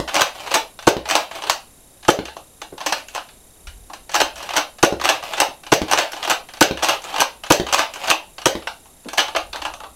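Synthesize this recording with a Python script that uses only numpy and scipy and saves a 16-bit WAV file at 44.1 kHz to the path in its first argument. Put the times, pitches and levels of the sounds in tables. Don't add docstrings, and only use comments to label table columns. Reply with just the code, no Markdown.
import sys
import numpy as np
from scipy import signal
from scipy.fft import rfft, irfft
from scipy.io import wavfile
from scipy.ndimage import uniform_filter1d

SR = 44100
rng = np.random.default_rng(int(sys.argv[2]) if len(sys.argv) > 2 else 0)


def linear_from_db(decibels):
    return 10 ** (np.asarray(decibels, float) / 20)


def wrap_up_sound(samples):
    columns = np.atleast_2d(samples).T
    tamed = np.clip(columns, -1, 1)
    steps = np.round(tamed * 32767).astype(np.int16)
    wavfile.write(sys.argv[1], SR, steps)


N = 438794

# pitch_hz, relative density_db
HISS_SHAPE = [(20, -4), (65, -7), (100, -13.5), (230, -13), (700, -17.5), (1500, -26.5), (5000, -28.5),
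              (7000, -23.5), (8800, -28), (11000, -18.5), (13000, -30), (16000, -38.5)]
HISS_DB = -49.5
# pitch_hz, level_db (rms, ahead of the limiter)
WHINES = [(9523, -61), (9597, -64), (9561, -71), (11240, -68)]
# pitch_hz, level_db (rms while on, ahead of the limiter)
BUZZ = [(3768, -60.5), (7540, -56), (11300, -66), (15070, -75)]
FRAMES_PER_S, BUZZ_CENTRE = 30.02, .32
LIMIT_DB, LIMIT_SHARE = -10, .7
LIMIT_GRAB_S, RECOVER_DB_PER_S = .012, 26
# pitch_hz, t60_s
ROOM_DECAY = [(100, 0.12), (530, 0.27), (1400, 0.23), (3700, 0.26), (9700, 0.16), (16000, 0.28)]

# start_s, level_db, t60_s
NUDGES = [(3.64, -31, 0.95), (3.77, -35, 0.36), (4.18, -36.5, 0.91), (9.36, -39, 2.2)]
NUDGE_RISE_S = 0.042

# start_s, push_db, tick_db
DARTS = [(.0004, -13.5, -15), (.9668, -8, -11), (2.189, -9.5, -15), (4.925, -8, -14.5), (5.817, -6.5, -9.5),
         (6.7101, -7.5, -9.5), (7.5986, -5, -7), (8.5528, -15.5, -17)]
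# pitch_hz, level_db, t60_s
SHEET = [(65.3, -23, 0.42), (123, -44, 0.12), (270, -49, 0.083), (326.7, -13.5, 0.098)]
# start_s, level_db
LANDINGS = [(2.722, -30), (5.483, -30.5), (9.057, -29.5)]

# pitch_hz, width_hz, level_db
SHELL_LOW = [(309, 40, -9), (555, 263, -5.5), (814, 278, 0), (1210, 298, -4.5)]
SHELL_MID = [(1580, 181, -3.5), (1920, 940, -11.5), (2804, 494, -4.5), (3425, 1400, -8), (4360, 1720, -12)]
SHELL_HIGH = [(5170, 4700, -8.5), (6140, 520, 4), (8030, 470, -6.5), (10930, 1500, -8.5),
              (12000, 2700, -13), (15000, 1400, -40)]
SHELL_GROUPS = (SHELL_LOW, SHELL_MID, SHELL_HIGH)

# start_s, to_last_blow_s, first_db, last_db
TAKE_UPS = [(0.1421, 0.022, -8.5, -3.5), (1.0874, 0.022, -9.5, 0), (2.861, 0.0069, -11, -9.5),
            (4.142, .019, -6, -5.5), (5.0385, 0.015, -12, -3), (5.912, .021, -5, 0), (6.8284, .016, -5, -5),
            (7.725, 0.019, -4.5, -3)]
# start_s, to_last_blow_s, first_db, last_db
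BACK_STOPS = [(.208, 0.0091, -5, -0.5), (1.1525, .011, -0.5, -4.5), (2.9221, 0.0081, -7.5, -12),
              (4.2022, 0.013, -3, -2), (5.0888, 0.0083, -2, -1.5), (5.9748, .0115, -5.5, 3),
              (6.8848, 0.0084, -4, -4), (7.7819, 0.0095, -7, 1)]
# start_s, to_last_blow_s, first_db, last_db
CLOSES = [(0.5399, 0.015, -2, -3.5), (1.4966, .012, -4, -8), (3.1482, 0.029, -18, -17),
          (4.5637, .0146, -5, -2.5), (5.4009, .015, -4, -2), (6.2968, .016, -4.5, -1),
          (7.2026, .0165, -4, -1.5), (8.1006, 0.011, -4.5, 1.5)]
# low_db, high_db (against the middle modes)
TAKE_UP_TONE = [(3.5, 0), (-0.5, -3), (1, -4)]
BACK_STOP_TONE = [(0, -6), (0, 0), (1, -6.5)]
CLOSE_TONE = [(-1.5, -0.5), (-1, -3), (4, -13)]
# take_up_db, back_stop_db, close_db
RATTLE_DB = (-1.5, -8, -6.5)
PUSH_STARTS = [.345, 1.311, 3.083, 4.355, 5.2248, 6.1303, 7.035, 7.937]

# start_s, level_db
TRIGGER = [(0.7892, -26), (0.8244, -26), (2.0276, -31), (2.048, -24), (4.784, -27), (5.6337, -31.5),
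           (5.665, -24), (6.486, -27), (6.5358, -24.5), (6.57, -27.5), (7.435, -19.5), (7.462, -23.5),
           (8.381, -23), (8.416, -25)]
# start_s, level_db
TICKS = [(.0755, -18), (.0838, -19), (.0916, -17.5), (.1931, -9), (.461, -23), (.4717, -18), (.507, -20),
         (.5142, -10), (1.0538, -17), (1.1361, -29), (1.311, -20), (1.3502, -24), (1.42, -19.5),
         (1.4364, -19), (1.4677, -20), (2.7778, -24), (2.8036, -23), (2.8113, -22), (4.0924, -22.5),
         (4.1368, -21), (4.196, -24), (4.403, -25), (4.4248, -24.5), (4.489, -19.5), (4.5047, -17.5),
         (4.535, -14.5), (4.5548, -14), (4.9971, -18.5), (5.0121, -10.5), (5.076, -9.5), (5.2248, -21.5),
         (5.277, -28.5), (5.3338, -15.5), (5.3782, -14.5), (5.881, -15.5), (5.8956, -16), (6.1303, -17.5),
         (6.164, -20.5), (6.2263, -14.5), (6.2473, -15.5), (6.2739, -15), (6.7716, -17), (6.7906, -20),
         (6.823, -9.5), (7.0892, -24.5), (7.127, -26.5), (7.1388, -16.5), (7.1597, -14), (7.1807, -13.5),
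         (7.195, -13), (7.6646, -14), (7.685, -12.5), (7.7766, -9.5), (7.9569, -22), (8.04, -16.5),
         (8.0547, -25), (8.0734, -21), (8.0795, -10.5), (8.0942, -8.5)]
# start_s, level_db
SNAPS = [(.348, -41), (.405, -37), (2.98, -32.5), (3.138, -34), (4.094, -35), (4.1156, -23.5),
         (4.3557, -29), (4.377, -27), (4.426, -28), (5.368, -26), (6.118, -23.5), (6.2365, -23),
         (7.018, -29.5), (7.039, -25.5), (7.936, -23.5), (8.072, -21)]
# low_db, high_db (against the middle modes)
TRIGGER_TONE, TICK_TONE = (-2, -8), (0.71, -9)
SNAP_TONE = (-5, 2.4)
# start_s, level_db, low_db, high_db (against the middle modes)
HANDLING = [(2.2529, -19, -6, -6.5), (2.281, -21.5, -1, -16), (2.3649, -23.5, 11, -3.5),
            (2.6157, -19.5, 1.5, -6), (3.083, -29.5, -13, -2), (3.1563, -19.5, 3, -19),
            (3.2865, -31, -3.5, -12), (3.6696, -25.5, -11, -5.5), (3.69, -39.5, -1, -8),
            (3.8976, -26, 13, -5), (3.9323, -23, 3, -2), (8.6216, -30, 3, -23), (8.6703, -13.5, -2, -11.5),
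            (8.855, -37.5, 10, -5), (9.045, -41, -5, -12), (9.0842, -21, -3, -4), (9.1312, -19, 4, 0),
            (9.174, -13.5, -8, -7), (9.1795, -4, -4.5, -9), (9.19, -3.5, -2.5, -9), (9.2005, -8, 0, -6),
            (9.222, -27, 5, -13), (9.256, -34, -2, -7), (9.281, -16, 5, -10), (9.2876, -26, 13, -11),
            (9.33, -44, -1, -8), (9.3483, -11, 5, -22), (9.3605, -6.5, 1, -9), (9.383, -32, 25, -22),
            (9.5289, -20.5, -3, -10.5), (9.5439, -20, 14, -16), (9.566, -22, 10, -15), (9.59, -30, 10, -10),
            (9.7, -29, 12, -10), (9.8015, -24, 9, -9), (9.5573, -21, -3, -8), (9.6171, -16.5, 0, -8),
            (9.6501, -15, -0.5, -10), (9.6632, -22, 12, 2), (9.736, -23, 3, -6), (9.8347, -19.5, 10.5, -15)]
# decay_s, rise_s
HARD_BLOW_S, LIGHT_BLOW_S = (.004, .0008), (.005, 0.0014)
# decay_s, rise_s
LAST_BLOW_S = (0.002503, 0.000605)

PULL_LEAD_S, LET_GO_S, RUSH_S = .045, .07, .06
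PULL_START_DB, TAKE_UP_DB, BACK_DB, LET_GO_DB = -39.5, -26, -21, -34
PUSH_DB, RUSH_DB, CLOSE_DB = -35, -33.5, -21

# release_s, latch_db, slam_db, rebound_db, release_to_rebound_s
SHOTS = [(.8684, -7, 6.5, -3.5, 0.018), (2.0806, -6.5, 3.5, -4, 0.02), (4.827, -1.5, 3.5, -3, 0.018),
         (5.7178, -4.5, 3, -1, 0.018), (6.608, 0, 4, 2, 0.016), (7.501, -4, 4, 1.5, 0.019),
         (8.4554, 0.5, -2.5, -7.5, 0.012)]
# pitch_hz, level_db, t60_s
TUBE = [(70, -19.5, 0.11), (141, -4.5, 0.05), (248, -8.5, 0.086), (324.4, -2, 0.18), (480.4, -4.5, 0.17),
        (709, 7.5, 0.017), (909, -3.5, 0.1), (1182, -1.5, 0.055), (1432, -9, 0.12)]
# pitch_hz, width_hz, level_db
BARREL = [(420, 105, -13), (560, 90, -7), (750, 250, -16.5)]


def evened(x):
    return x / np.sqrt(np.mean(x ** 2) + 1e-20)


def read(points, hz):
    f, value = np.transpose(points)
    return np.interp(np.log(hz + 1), np.log(f + 1), value)


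def add(mix, s, sound):
    part = mix[round(s * SR):][:len(sound)]
    part += sound[:len(part)]


def level(curves):
    t = np.arange(N) / SR
    return sum(linear_from_db(np.interp(t, *np.transpose(rows), -120, -120)) for rows in curves)


def through(x, modes, grip):
    taps, t = 0, np.arange(2048) / SR
    for k, (hz, width, db) in enumerate(modes):
        shift, tilt = grip * rng.standard_normal(2)
        decay = width * np.exp(-np.pi * width * t)
        tone = np.sin(2 * np.pi * hz * (1 + shift) * t)
        taps = taps + (-1) ** k * linear_from_db(db + 9.0 * tilt) * decay * tone
    return signal.oaconvolve(x, taps / np.linalg.norm(taps))


def ring(modes, rise_s, detune):
    t = np.arange(SR // 3) / SR
    off = 1 + detune * rng.standard_normal(len(modes))
    tones = 0
    for (hz, db, t60), o in zip(modes, off):
        tones = tones + linear_from_db(db - 60 * t / t60) * np.sin(2 * np.pi * hz * o * t)
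    return tones * (1 - np.exp(-t / rise_s))


def chatter(decay_s, rise_s=0.0011):
    t = np.arange(1500)[:, None] / SR
    lumps = evened(uniform_filter1d(rng.standard_normal(t.shape), size=30, axis=0))
    loose = evened(linear_from_db(2.8 * lumps) * rng.standard_normal((len(t), 3)))
    loose = loose * np.exp(-t / decay_s) * (1 - np.exp(-t / rise_s))
    click = np.arange(len(t))[:, None] == round(2 * rise_s * SR)
    return loose + linear_from_db(6.5) * click


def camera():
    t = np.arange(N) / SR
    spectrum = rfft(rng.standard_normal(N))
    hiss = irfft(spectrum * linear_from_db(read(HISS_SHAPE, np.fft.rfftfreq(N, 1 / SR))), N)

    def tones(lines):
        return sum(np.sqrt(2) * linear_from_db(db) * np.sin(2 * np.pi * (hz * t + rng.random())) for hz, db in lines)

    frame_offset = (FRAMES_PER_S * t - BUZZ_CENTRE + .5) % 1 - .5
    buzz_on = uniform_filter1d((abs(frame_offset) < .15) * 1., size=60)
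    return linear_from_db(HISS_DB) * evened(hiss) + tones(WHINES) + buzz_on * tones(BUZZ)


def room(x, count=5):
    turn = np.arange(N) / SR / .05 % count
    out = 0
    for k in range(count):
        taps = np.zeros(SR // 2)
        at = np.arange(120, len(taps) - 12, 12)
        taps[at + rng.integers(0, 12, len(at))] = rng.choice([-1., 1.], len(at))
        hz, t, z = signal.stft(taps, SR, nperseg=256)
        decay = linear_from_db(-60 * t / read(ROOM_DECAY, hz)[:, None])
        tail = signal.istft(z * decay, SR, nperseg=256)[1]
        near = np.clip((turn - k + count / 2) % count - count / 2, -1, 1)
        send = x * np.cos(np.pi / 2 * near)
        out = out + signal.oaconvolve(send, tail / np.linalg.norm(tail))[:N]
    return out


def wobble():
    t, swing = np.arange(SR) / SR, np.zeros(N)
    for s, db, t60 in NUDGES:
        add(swing, s, np.minimum(t / NUDGE_RISE_S, 1) * linear_from_db(db - 60 * t / t60))
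    band = signal.butter(4, [15, 65], "bandpass", fs=SR, output="sos")
    return swing * evened(signal.sosfilt(band, rng.standard_normal(N)))


def darts():
    out = np.zeros(N)
    u = np.arange(900) / SR / 0.00033
    shove = 6.14 * u ** 2 * (1 - 0.27 * u) * np.exp(-u)
    tip_modes = [(1200, 3600, 0), (4000, 3300, -4)]  # pitch_hz, width_hz, level_db
    cloth_modes = [(288, 174, 8.5), (514, 740, -0.5)]  # pitch_hz, width_hz, level_db
    for s, push_db, tick_db in DARTS:
        add(out, s, linear_from_db(push_db) * shove)
        add(out, s, linear_from_db(push_db) * ring(SHEET, 0.0012, 0.075))
        add(out, s, linear_from_db(tick_db) * through(chatter(0.0021)[:, 0], tip_modes, 0))
    for s, db in LANDINGS:
        add(out, s, linear_from_db(db) * through(chatter(0.011)[:, 0], cloth_modes, 0.035))
    return out


def strokes():
    out = []
    for take, back, close, push in zip(TAKE_UPS, BACK_STOPS, CLOSES, PUSH_STARTS):
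        pull_db, push_db = max(take[2:]), max(close[2:])
        stop, end = back[0] + back[1], close[0] + close[1]
        out.append([(take[0] - PULL_LEAD_S, pull_db + PULL_START_DB), (take[0], pull_db + TAKE_UP_DB),
                    (stop, pull_db + BACK_DB), (stop + LET_GO_S, pull_db + LET_GO_DB)])
        out.append([(push, push_db + PUSH_DB), (max(end - RUSH_S, push), push_db + RUSH_DB),
                    (end, push_db + CLOSE_DB)])
    return out


def slide(count=4):
    out, force = 0, level(strokes())
    for _ in range(count):
        clumps = linear_from_db(4.2 * evened(uniform_filter1d(rng.standard_normal(N), size=400)))
        hits = rng.random(N) < 260 / SR
        sizes = linear_from_db(4.2 * np.minimum(rng.exponential(1, N), 4))
        slips = hits * sizes * rng.choice([-1, 1], N)
        for modes, db in zip(SHELL_GROUPS, (-5, -5, -14)):
            out = out + linear_from_db(db) * through(force * evened(clumps * slips), modes, 0.18)[:N]
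    return out / np.sqrt(count)


def clacks():
    light = HANDLING + [(*row, *TRIGGER_TONE) for row in TRIGGER]
    light += [(*row, *TICK_TONE) for row in TICKS]
    light += [(*row, *SNAP_TONE) for row in SNAPS]
    rows = [(*row, *LIGHT_BLOW_S) for row in light]
    shapes = (HARD_BLOW_S, HARD_BLOW_S, LAST_BLOW_S)
    kinds = zip((TAKE_UPS, BACK_STOPS, CLOSES), (TAKE_UP_TONE, BACK_STOP_TONE, CLOSE_TONE), RATTLE_DB)
    for table, tones, rattle_db in kinds:
        for s, span, first_db, last_db in table:
            rattle = (s + span / 2, (first_db + last_db) / 2 + rattle_db)
            blows = (s, first_db), rattle, (s + span, last_db)
            rows += [(*blow, *tone, *shape) for blow, tone, shape in zip(blows, tones, shapes)]
    return rows


def shell():
    direct, clicks = np.zeros(N), np.zeros((N, 3))
    knocks = clacks()
    for s, latch_db, slam_db, rebound_db, after in SHOTS:
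        knocks.append((s, latch_db, -3, 0, .004, .002))
        knocks.append((s + 0.0067, slam_db - 8, -3, -8, .005, .001))
        knocks.append((s + after, rebound_db, -5, -1, .004, .001))
    for s, db, low_db, high_db, decay_s, rise_s in knocks:
        share = linear_from_db([low_db, 0, high_db])
        blow = linear_from_db(db) * chatter(decay_s, rise_s) * share / np.linalg.norm(share)
        add(direct, s, sum(through(b, modes, 0.05) for b, modes in zip(blow.T, SHELL_GROUPS)))
        add(clicks, s + decay_s / 2, np.linalg.norm(blow, axis=0)[None])
    scrape = slide()
    sides = sum(through(c, modes, 0)[:N] for c, modes in zip(clicks.T, SHELL_GROUPS))
    return direct + scrape, scrape + sides


def plunger():
    out, t = np.zeros(N), np.arange(SR // 3) / SR
    choke = 1 / (1 + np.exp(np.minimum((t - .013) / 0.0023, 50)))
    hum = (1 - np.exp(-t / 0.013)) * linear_from_db(-60 * (t / 0.19) ** 1.53)
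    for s, _, slam_db, *_ in SHOTS:
        add(out, s + 0.003855, linear_from_db(slam_db + 1.5) * choke * ring(TUBE, 0.0064, 0.045))
        breath = through(hum * rng.standard_normal(len(t)), BARREL, 0.0092)
        add(out, s + 0.0095, linear_from_db(slam_db - 14) * breath)
    return out


def scene():
    body, sides = shell()
    slam, sheet = plunger(), darts()
    walls = room(linear_from_db(-3.0) * sides + linear_from_db(-7) * body + linear_from_db(-13) * slam + linear_from_db(-1.0) * sheet)
    return (body + slam + sheet + walls + wobble())[None]


def limiter(x):
    peak_db = 10 * np.log10(abs(uniform_filter1d(x[0] ** 2, size=88)) + 1e-12)
    climb = np.arange(N) * RECOVER_DB_PER_S / SR
    over_db = LIMIT_SHARE * np.maximum(peak_db - LIMIT_DB, 0)
    held_db = np.maximum.accumulate(over_db + climb) - climb
    keep = np.exp(-1 / (LIMIT_GRAB_S * SR))
    return x / linear_from_db(signal.lfilter([1 - keep], [1, -keep], held_db))


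def top_cut(x):
    return signal.sosfilt(signal.butter(12, 16470, fs=SR, output="sos"), x)


def record(dry):
    low_cut = signal.butter(1, 40, "highpass", fs=SR, output="sos")
    heard = signal.sosfilt(low_cut, dry) + camera()
    band_edge = signal.firwin(255, 15900, window=("kaiser", 4), fs=SR)
    limited = signal.oaconvolve(limiter(heard), band_edge[None], "same")
    overloaded = np.clip(limited, -1, 1)
    return top_cut(overloaded)


dry = scene()
out = record(dry)
wrap_up_sound(out)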